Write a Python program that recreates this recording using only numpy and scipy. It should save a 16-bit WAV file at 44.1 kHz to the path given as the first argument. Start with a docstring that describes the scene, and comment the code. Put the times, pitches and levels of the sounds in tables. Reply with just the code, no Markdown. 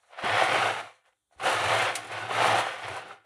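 """Over a kitchen sink, broken ice slides and tumbles inside a thin plastic bottle shaken close to a phone.
A dense hail of small knocks rings the wall and the air in the bottle, and fine chips tick on top.
Bigger lumps knock at their own pitch, the ice cracks in bright bursts of noise, and the hand thumps softly.
The hard kitchen adds a short tail of fading noise over a faint steady hiss."""
import sys
import numpy as np
from scipy import signal
from scipy.fft import rfft, irfft, next_fast_len
from scipy.io import wavfile

SR = 44100
rng = np.random.default_rng(int(sys.argv[2]) if len(sys.argv) > 2 else 0)


def unload_wav(signal):
    """Save mono or channel-first audio to the path in sys.argv[1] as 16-bit WAV at rate SR, clipped to [-1, 1]."""
    wavfile.write(
        sys.argv[1],
        SR,
        np.round(np.clip(np.atleast_2d(signal).T, -1, 1) * 32767).astype(np.int16),
    )


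N = 143325  # length in samples


def amp(db):
    """Turn dB into gain."""
    return 10 ** (np.asarray(db) / 20)


def unit(x):
    """Scale a sound to rms 1."""
    return x / np.sqrt(np.mean(x ** 2) + 1e-20)


def along(points, hz):
    """Read a curve of (Hz, value) points on a log frequency axis."""
    f, v = np.transpose(points)
    return np.interp(np.log(hz + 1), np.log(f + 1), v)


def filtered(x, response):
    """Multiply the spectrum of x by a complex response of frequency."""
    m = next_fast_len(len(x) + SR // 2)
    hz = np.fft.rfftfreq(m, 1 / SR)
    return irfft(rfft(x, m) * response(hz), m)[:len(x)]


def causal(spectrum):
    """Make a response with the given colour that starts only with the blow (minimum phase)."""
    def response(hz):
        log_gain = np.log(np.maximum(amp(along(spectrum, hz)), 1e-4))
        cepstrum = irfft(log_gain)
        half = len(cepstrum) // 2
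        # Fold the second half onto the first, so nothing sounds ahead of the blow.
        cepstrum[1:half] *= 2
        cepstrum[half + 1:] = 0
        return np.exp(rfft(cepstrum))
    return response


def peak(hz, centre_hz, width_hz):
    """One resonance, with gain 1 at its centre."""
    return 1j * hz * width_hz / (centre_hz ** 2 - hz ** 2 + 1j * hz * width_hz)


def dying(t60, size):
    """A puff of noise of energy 1 that falls 60 dB in t60 seconds."""
    t = np.arange(size) / SR
    x = rng.standard_normal(size) * amp(-60 * t / t60)
    return x / np.linalg.norm(x)


BIGGEST = 3.5  # largest random contact, in spreads


def hail(per_s, spread_db):
    """Random contacts of very unequal size and either sign, rms 1."""
    hit = rng.random(N) < per_s / SR
    size = np.minimum(rng.exponential(size=N), BIGGEST)
    sign = rng.choice([-1, 1], N)
    return unit(hit * sign * amp(spread_db * size))


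# The colour of a knock on the wall. Each row: frequency in Hz, relative level in dB per Hz.
WALL = [(250, -33.5), (430, -14), (470, -10), (524, -5), (599, -5.5), (763, -5), (931, -6.5), (1370, -7),
        (3200, -11.5), (5090, -26), (6000, -30.5), (7800, -68.5), (13200, -120)]
# The wall's ringing modes. Each row: frequency in Hz, width in Hz, level in dB over the wall.
MODES_OF_WALL = [(519, 9.3, 2.5), (693, 55, -4.5), (1010, 290, -9), (1070, 100, -9.5), (1240, 63, -10),
                 (1356, 90, -6.5), (1461, 19, 2.5), (1756, 180, -6), (2132, 88, -4)]
WALL_T60_S = 0.033
CLICK = 1.3  # size of the click against a rattle of energy 1
SPOT_SPREAD_DB, MODE_SCATTER = 1.5, 0.014  # mode level in dB and pitch as a fraction, from spot to spot


def spot_of_wall():
    """One spot of the wall answers with a click, a short rattle and the modes at new levels and pitches."""
    x = np.zeros(SR // 8)
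    x[:4096] = dying(WALL_T60_S, size=4096)
    x[0] += CLICK

    def modes(hz):
        total = 1
        for centre_hz, width_hz, db in MODES_OF_WALL:
            gain = amp(db + SPOT_SPREAD_DB * rng.standard_normal())
            pitch_hz = centre_hz * (1 + MODE_SCATTER * rng.standard_normal())
            total = total + gain * peak(hz, pitch_hz, width_hz)
        return total

    x = filtered(filtered(x, causal(WALL)), modes)
    return x / np.linalg.norm(x)


# The air ringing along the bottle; its share changes as the bottle turns.
# Each row: time in seconds, level in dB over the wall.
COLUMN = [(0.0, 2.5), (1.5, 1.5), (1.62, -3.5), (2.2, -5), (2.36, 4), (2.6, 4), (2.72, -6), (3.25, 6)]
COLUMN_HZ, COLUMN_WIDTH_HZ = 760, 67
TUMBLES_PER_S, TUMBLE_SPREAD_DB = 3000, 2
SLIDE_SPOTS_PER_S, SPOTS_AT_ONCE = 25, 5  # the heap of ice wanders along the wall


def wall_and_column(blows, level_db, t, spots=20):
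    """Every contact lands on one spot of the wall, and all of them ring the air column."""
    where = (SLIDE_SPOTS_PER_S * t + SPOTS_AT_ONCE * rng.random(N)).astype(int) % spots
    wall = np.zeros(N)
    for k in range(spots):
        wall += signal.fftconvolve(blows * amp(level_db) * (where == k), spot_of_wall())[:N]
    column = filtered(wall, lambda hz: peak(hz, COLUMN_HZ, COLUMN_WIDTH_HZ))
    return wall + amp(np.interp(t, *np.transpose(COLUMN))) * column


# The low sounds. Each row: time in seconds, level of the air in the bottle in dB, its belly in dB over that.
BASS = [(0.0, -100, -9.5), (0.16, -91, 11.5), (0.25, -41, -5), (0.31, -39.5, -8), (0.4, -49, 2),
        (0.42, -38.5, -2.5), (0.46, -45, -3.5), (0.52, -49, 12), (0.68, -44.5, -3), (0.8, -71, 15),
        (0.84, -56.5, -0.5), (0.97, -102.5, 6.5), (1.29, -100.5, -1), (1.44, -42, -5.5), (1.47, -63.5, 25),
        (1.51, -41.5, -2.5), (1.56, -41, -6.5), (1.71, -36, -8), (1.76, -41, -3.5), (1.81, -42.5, -3),
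        (1.95, -57.5, 4.5), (2.12, -51, -3), (2.24, -50.5, -1.5), (2.47, -37.5, 0.5), (2.61, -56, 9.5),
        (2.75, -68.5, 8), (2.85, -46, -9), (2.909, -40.5, -9), (2.99, -61.5, 3), (3.02, -66.5, 8.5),
        (3.09, -61, 2.5), (3.25, -90, 6)]
# The colour of the bottle's belly. Each row: frequency in Hz, relative level in dB per Hz.
BELLY = [(82, -48), (140, -6.5), (219, -6.5), (247, -12.5), (297, -1), (430, -3.5), (560, -19.5),
         (950, -120)]
AIR_HZ, AIR_WIDTH_HZ = 110.1, 13


def belly_and_air(blows, t):
    """The same contacts pump the belly of the bottle and the air inside it."""
    def air(hz):
        return peak(hz, AIR_HZ, AIR_WIDTH_HZ) * peak(hz, AIR_HZ, 3 * AIR_WIDTH_HZ)

    s, air_db, belly_db = np.transpose(BASS)
    low = 0
    for db, response in [(air_db + belly_db, causal(BELLY)), (air_db, air)]:
        scale = 1 / np.std(filtered(blows, response))  # so that the table's dB are true levels
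        low = low + scale * filtered(blows * amp(np.interp(t, s, db)), response)
    return low


# The fine chips, one list a bout. Each row: time in seconds, level in dB.
FINE = [
    [(0.0, -75), (0.16, -74.5), (0.202, -59.5), (0.216, -61), (0.25, -50.5), (0.386, -46.5), (0.426, -43.5),
     (0.484, -47.5), (0.54, -43.5), (0.59, -46.5), (0.674, -45.5), (0.77, -54.5), (0.798, -55.5),
     (0.944, -74), (0.952, -71.5), (1.0, -85)],
    [(1.01, -89), (1.05, -95), (1.058, -81), (1.094, -77), (1.124, -95), (1.298, -99), (1.326, -73.5),
     (1.376, -79), (1.402, -59.5), (1.454, -42), (1.532, -39.5), (1.564, -44.5), (1.828, -41), (1.945, -54)],
    [(2.01, -56), (2.11, -60), (2.12, -52.5), (2.158, -59.5), (2.182, -52), (2.274, -58), (2.338, -45.5),
     (2.464, -40), (2.544, -44), (2.6, -40.5), (2.634, -50.5), (2.81, -57.5), (2.986, -55), (3.042, -68),
     (3.124, -62.5), (3.228, -103), (3.25, -89)],
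]
# The colour of the chips. Each row: frequency in Hz, relative level in dB per Hz.
CHIPS = [(2470, -24), (4200, -0.5), (5080, -19.5), (5730, -4.5), (8030, -7), (9870, -4.5), (11700, -19.5),
         (14800, -28), (15400, -23.5)]
CHIPS_PER_S, CHIP_SPREAD_DB, CHIP_T60_S = 2500, 4, 0.066
# Above SHEEN_HZ the chips also follow the tumbling: they fade faster below the level of a hard shake.
SHEEN_HZ, SHEEN_GROWS, HARD_DB = 11900, 0.33, -24.5  # SHEEN_GROWS is in dB per dB


def fine_chips(level_db, t, spots=20):
    """Tiny chips tick as short puffs of bright noise."""
    ticks = hail(CHIPS_PER_S, CHIP_SPREAD_DB)
    where = rng.integers(spots, size=N)
    chips = np.zeros(N)
    for k in range(spots):
        chips += signal.fftconvolve(ticks * (where == k), dying(CHIP_T60_S, size=2048))[:N]
    chips = unit(filtered(chips, causal(CHIPS)))
    sheen = filtered(chips, lambda hz: hz > SHEEN_HZ)
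    chips = chips - sheen + sheen * amp(SHEEN_GROWS * (level_db - HARD_DB))
    return chips * amp(np.interp(t, *np.concatenate(FINE).T))


# The shaking, in four lists over three bouts: the middle two lists together make up the second bout. Each row:
# time in seconds, tumbling level in dB.
SHAKE = [
    [(0.0, -74), (0.028, -75), (0.034, -68.5), (0.074, -69), (0.134, -51), (0.166, -50.5), (0.192, -36.5),
     (0.208, -43), (0.242, -30), (0.412, -23.5), (0.476, -28), (0.542, -25), (0.708, -28.5), (0.716, -34),
     (0.806, -35), (0.82, -44), (0.886, -50), (1.03, -81.5)],
    [(1.035, -80.5), (1.057, -61.5), (1.069, -67.5), (1.085, -65.5), (1.119, -81), (1.13, -66.5),
     (1.14, -93), (1.29, -100), (1.313, -80), (1.333, -68), (1.351, -77), (1.369, -69), (1.39, -56)],
    [(1.395, -53), (1.399, -43), (1.471, -24.5), (1.549, -27.5), (1.561, -27.5), (1.685, -27), (1.705, -24),
     (1.899, -28.5), (1.937, -38.5), (1.955, -36.5), (2.023, -43.5), (2.05, -42.5)],
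    [(2.055, -40.5), (2.067, -47.5), (2.127, -35.5), (2.287, -38.5), (2.317, -31.5), (2.343, -30),
     (2.433, -23.5), (2.579, -27), (2.589, -25.5), (2.629, -31.5), (2.815, -40.5), (2.849, -35),
     (2.863, -38.5), (2.899, -38), (2.979, -38), (3.049, -48), (3.115, -46), (3.239, -77), (3.25, -57)],
]


def tumbling():
    """One hail of contacts drives the wall and the low sounds; chips tick on top."""
    t = np.arange(N) / SR
    level_db = np.interp(t, *np.concatenate(SHAKE).T)
    blows = hail(TUMBLES_PER_S, TUMBLE_SPREAD_DB)
    return wall_and_column(blows, level_db, t) + belly_and_air(blows, t) + fine_chips(level_db, t)


# The bigger lumps. Each row: start in seconds, peak level in dB, pitch of the lump in Hz.
KNOCKS = [(0.033, -57.5, 1290), (0.109, -46, 850), (0.133, -41, 820), (0.19, -27.5, 1240),
          (0.222, -29.5, 744), (0.296, -20, 1980), (0.315, -20, 805), (0.334, -21, 780),
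          (0.371, -14.5, 1880), (0.379, -20, 1500), (0.417, -17, 730), (0.4215, -12, 805),
          (0.546, -13.5, 750), (0.629, -16, 1320), (0.659, -16.5, 720), (0.77, -29, 1460),
          (1.054, -55, 1786), (1.09, -64, 1500), (1.077, -63, 750), (1.311, -57, 743), (1.324, -56, 714),
          (1.337, -63, 720), (1.351, -56, 790), (1.398, -33, 1070), (1.419, -32, 746), (1.441, -24, 1610),
          (1.456, -18, 1620), (1.469, -20, 519), (1.484, -19, 820), (1.502, -20.5, 900), (1.526, -23, 990),
          (1.542, -18.5, 790), (1.5705, -23, 2160), (1.707, -25, 900), (1.742, -18, 684),
          (1.796, -19, 2480), (1.8255, -16, 2700), (2.115, -32, 505), (2.177, -30.5, 714),
          (2.25, -30.5, 780), (2.296, -29, 745), (2.31, -20.5, 1110), (2.381, -28, 750), (2.398, -29, 760),
          (2.412, -16, 905), (2.422, -21, 790), (2.431, -21.5, 955), (2.444, -19, 1070),
          (2.494, -14.5, 790), (2.521, -19.5, 507), (2.544, -17, 745), (2.589, -17.5, 866),
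          (2.667, -20.5, 800), (2.882, -26, 900), (2.914, -30, 1530), (2.972, -28.5, 1010),
          (3.108, -33.5, 1240)]
LUMP_DB, LUMP_Q, LUMP_RISE_S = 11.5, 6, 0.00065  # ring in dB over the wall, its sharpness, rise time
KNOCK_SOFT_HZ = 2180  # the blow is duller above this


def knocks():
    """Bigger lumps strike the wall and ring at their own pitch; their longer contact dulls the blow."""
    out = np.zeros(N + SR)
    for s, db, lump_hz in KNOCKS:
        def lump(hz):
            ring = 1 + amp(LUMP_DB) * peak(hz, lump_hz, lump_hz / LUMP_Q)
            return ring * (1 + 1j * hz / KNOCK_SOFT_HZ) ** -2

        x = filtered(spot_of_wall(), lump)
        x = x * (1 - np.exp(-np.arange(len(x)) / SR / LUMP_RISE_S))
        out[round(s * SR):][:len(x)] += amp(db) * x / abs(x).max()
    return out[:N]


# The moments the ice splits. Each row: start in seconds, peak level in dB.
CRACKS = [(0.177, -58.5), (0.192, -55.5), (0.225, -55), (0.239, -48), (0.271, -39), (0.376, -32.5),
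          (0.4356, -30.5), (0.528, -35), (0.7985, -39.5), (1.0575, -65), (1.401, -54), (1.429, -39),
          (1.4461, -42), (1.4955, -32), (1.8203, -32), (1.953, -20.5), (2.0435, -43.5), (2.0683, -43.5),
          (2.1176, -39.5), (2.3242, -36), (2.881, -41.5), (2.9621, -41), (3.0815, -51)]
# The colour of a crack. Each row: frequency in Hz, relative level in dB per Hz.
CRACK = [(600, -26.5), (1200, -10), (2300, 2.5), (4400, 0.5), (5500, -4), (7400, 1), (8500, -3), (9600, 6),
         (11500, -12.5), (15500, -22.5)]
CRACK_RISE_S, CRACK_T60_S = 0.0017, 0.065


def cracks():
    """The ice splits in bright bursts of noise that rise fast and die away."""
    out, t = np.zeros(N + SR), np.arange(SR // 5) / SR
    for s, db in CRACKS:
        burst = filtered(rng.standard_normal(len(t)), causal(CRACK))
        burst = burst * amp(-60 * t / CRACK_T60_S) * (1 - np.exp(-t / CRACK_RISE_S))
        out[round(s * SR):][:len(t)] += amp(db) * burst / abs(burst).max()
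    return out[:N]


# The grip shifts. Each row: start in seconds, level at the start of the fade in dB, pitch in Hz.
THUMPS = [(0.237, -28, 372), (0.238, -32, 220), (1.361, -53, 70)]
THUMP_CYCLES = 15  # cycles to fall 60 dB


def thumps():
    """The hand pushes softly on the wall: low, fading sine tones."""
    out, t = np.zeros(N + SR), np.arange(SR // 4) / SR
    for s, db, hz in THUMPS:
        fade = amp(db - 60 * t * hz / THUMP_CYCLES)
        out[round(s * SR):][:len(t)] += fade * np.sin(2 * np.pi * hz * t)
    return out[:N]


# How long the room rings. Each row: frequency in Hz, time to fall 60 dB in seconds.
KITCHEN = [(200, 0.043), (2000, 0.42), (10000, 0.2)]
KITCHEN_DB = -13.5


def kitchen(x):
    """The room answers with a noise tail in which each frequency dies at its own speed."""
    hz, t, z = signal.stft(rng.standard_normal(SR // 2), SR, nperseg=256)
    fade = amp(-60 * t / along(KITCHEN, hz)[:, None])
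    tail = signal.istft(z * fade, SR, nperseg=256)[1]
    late = np.pad(x, (300, 0))  # the answer comes 300 samples later
    return amp(KITCHEN_DB) * signal.fftconvolve(late, tail / np.linalg.norm(tail))[:N]


# The colour of the hiss. Each row: frequency in Hz, relative level in dB per Hz.
HISS = [(30, -7.5), (60, 6.5), (240, -13), (310, -12.5), (750, -16), (1170, -12), (2580, -29), (3400, -6),
        (4830, -24.5), (7000, -13.5), (10000, -10.5), (11000, -21), (15500, -29)]
HISS_DB = -83


def faint_hiss():
    """Steady noise shaped to a fixed colour."""
    noise = filtered(rng.standard_normal(N), lambda hz: amp(along(HISS, hz)))
    return amp(HISS_DB) * unit(noise)


def scene():
    """The bottle, the room's answer to it, and the hiss."""
    bottle = tumbling() + knocks() + cracks() + thumps()
    return (bottle + kitchen(bottle) + faint_hiss())[None]


LOW_CUT_HZ, TOP_HZ = 55, 15550


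def record(dry):
    """The phone cuts the deep bass and keeps nothing above its band limit."""
    def phone(hz):
        return (hz < TOP_HZ) * (1j * hz / (LOW_CUT_HZ + 1j * hz)) ** 2

    return filtered(dry[0], phone)[None]


dry = scene()
out = record(dry)
unload_wav(out)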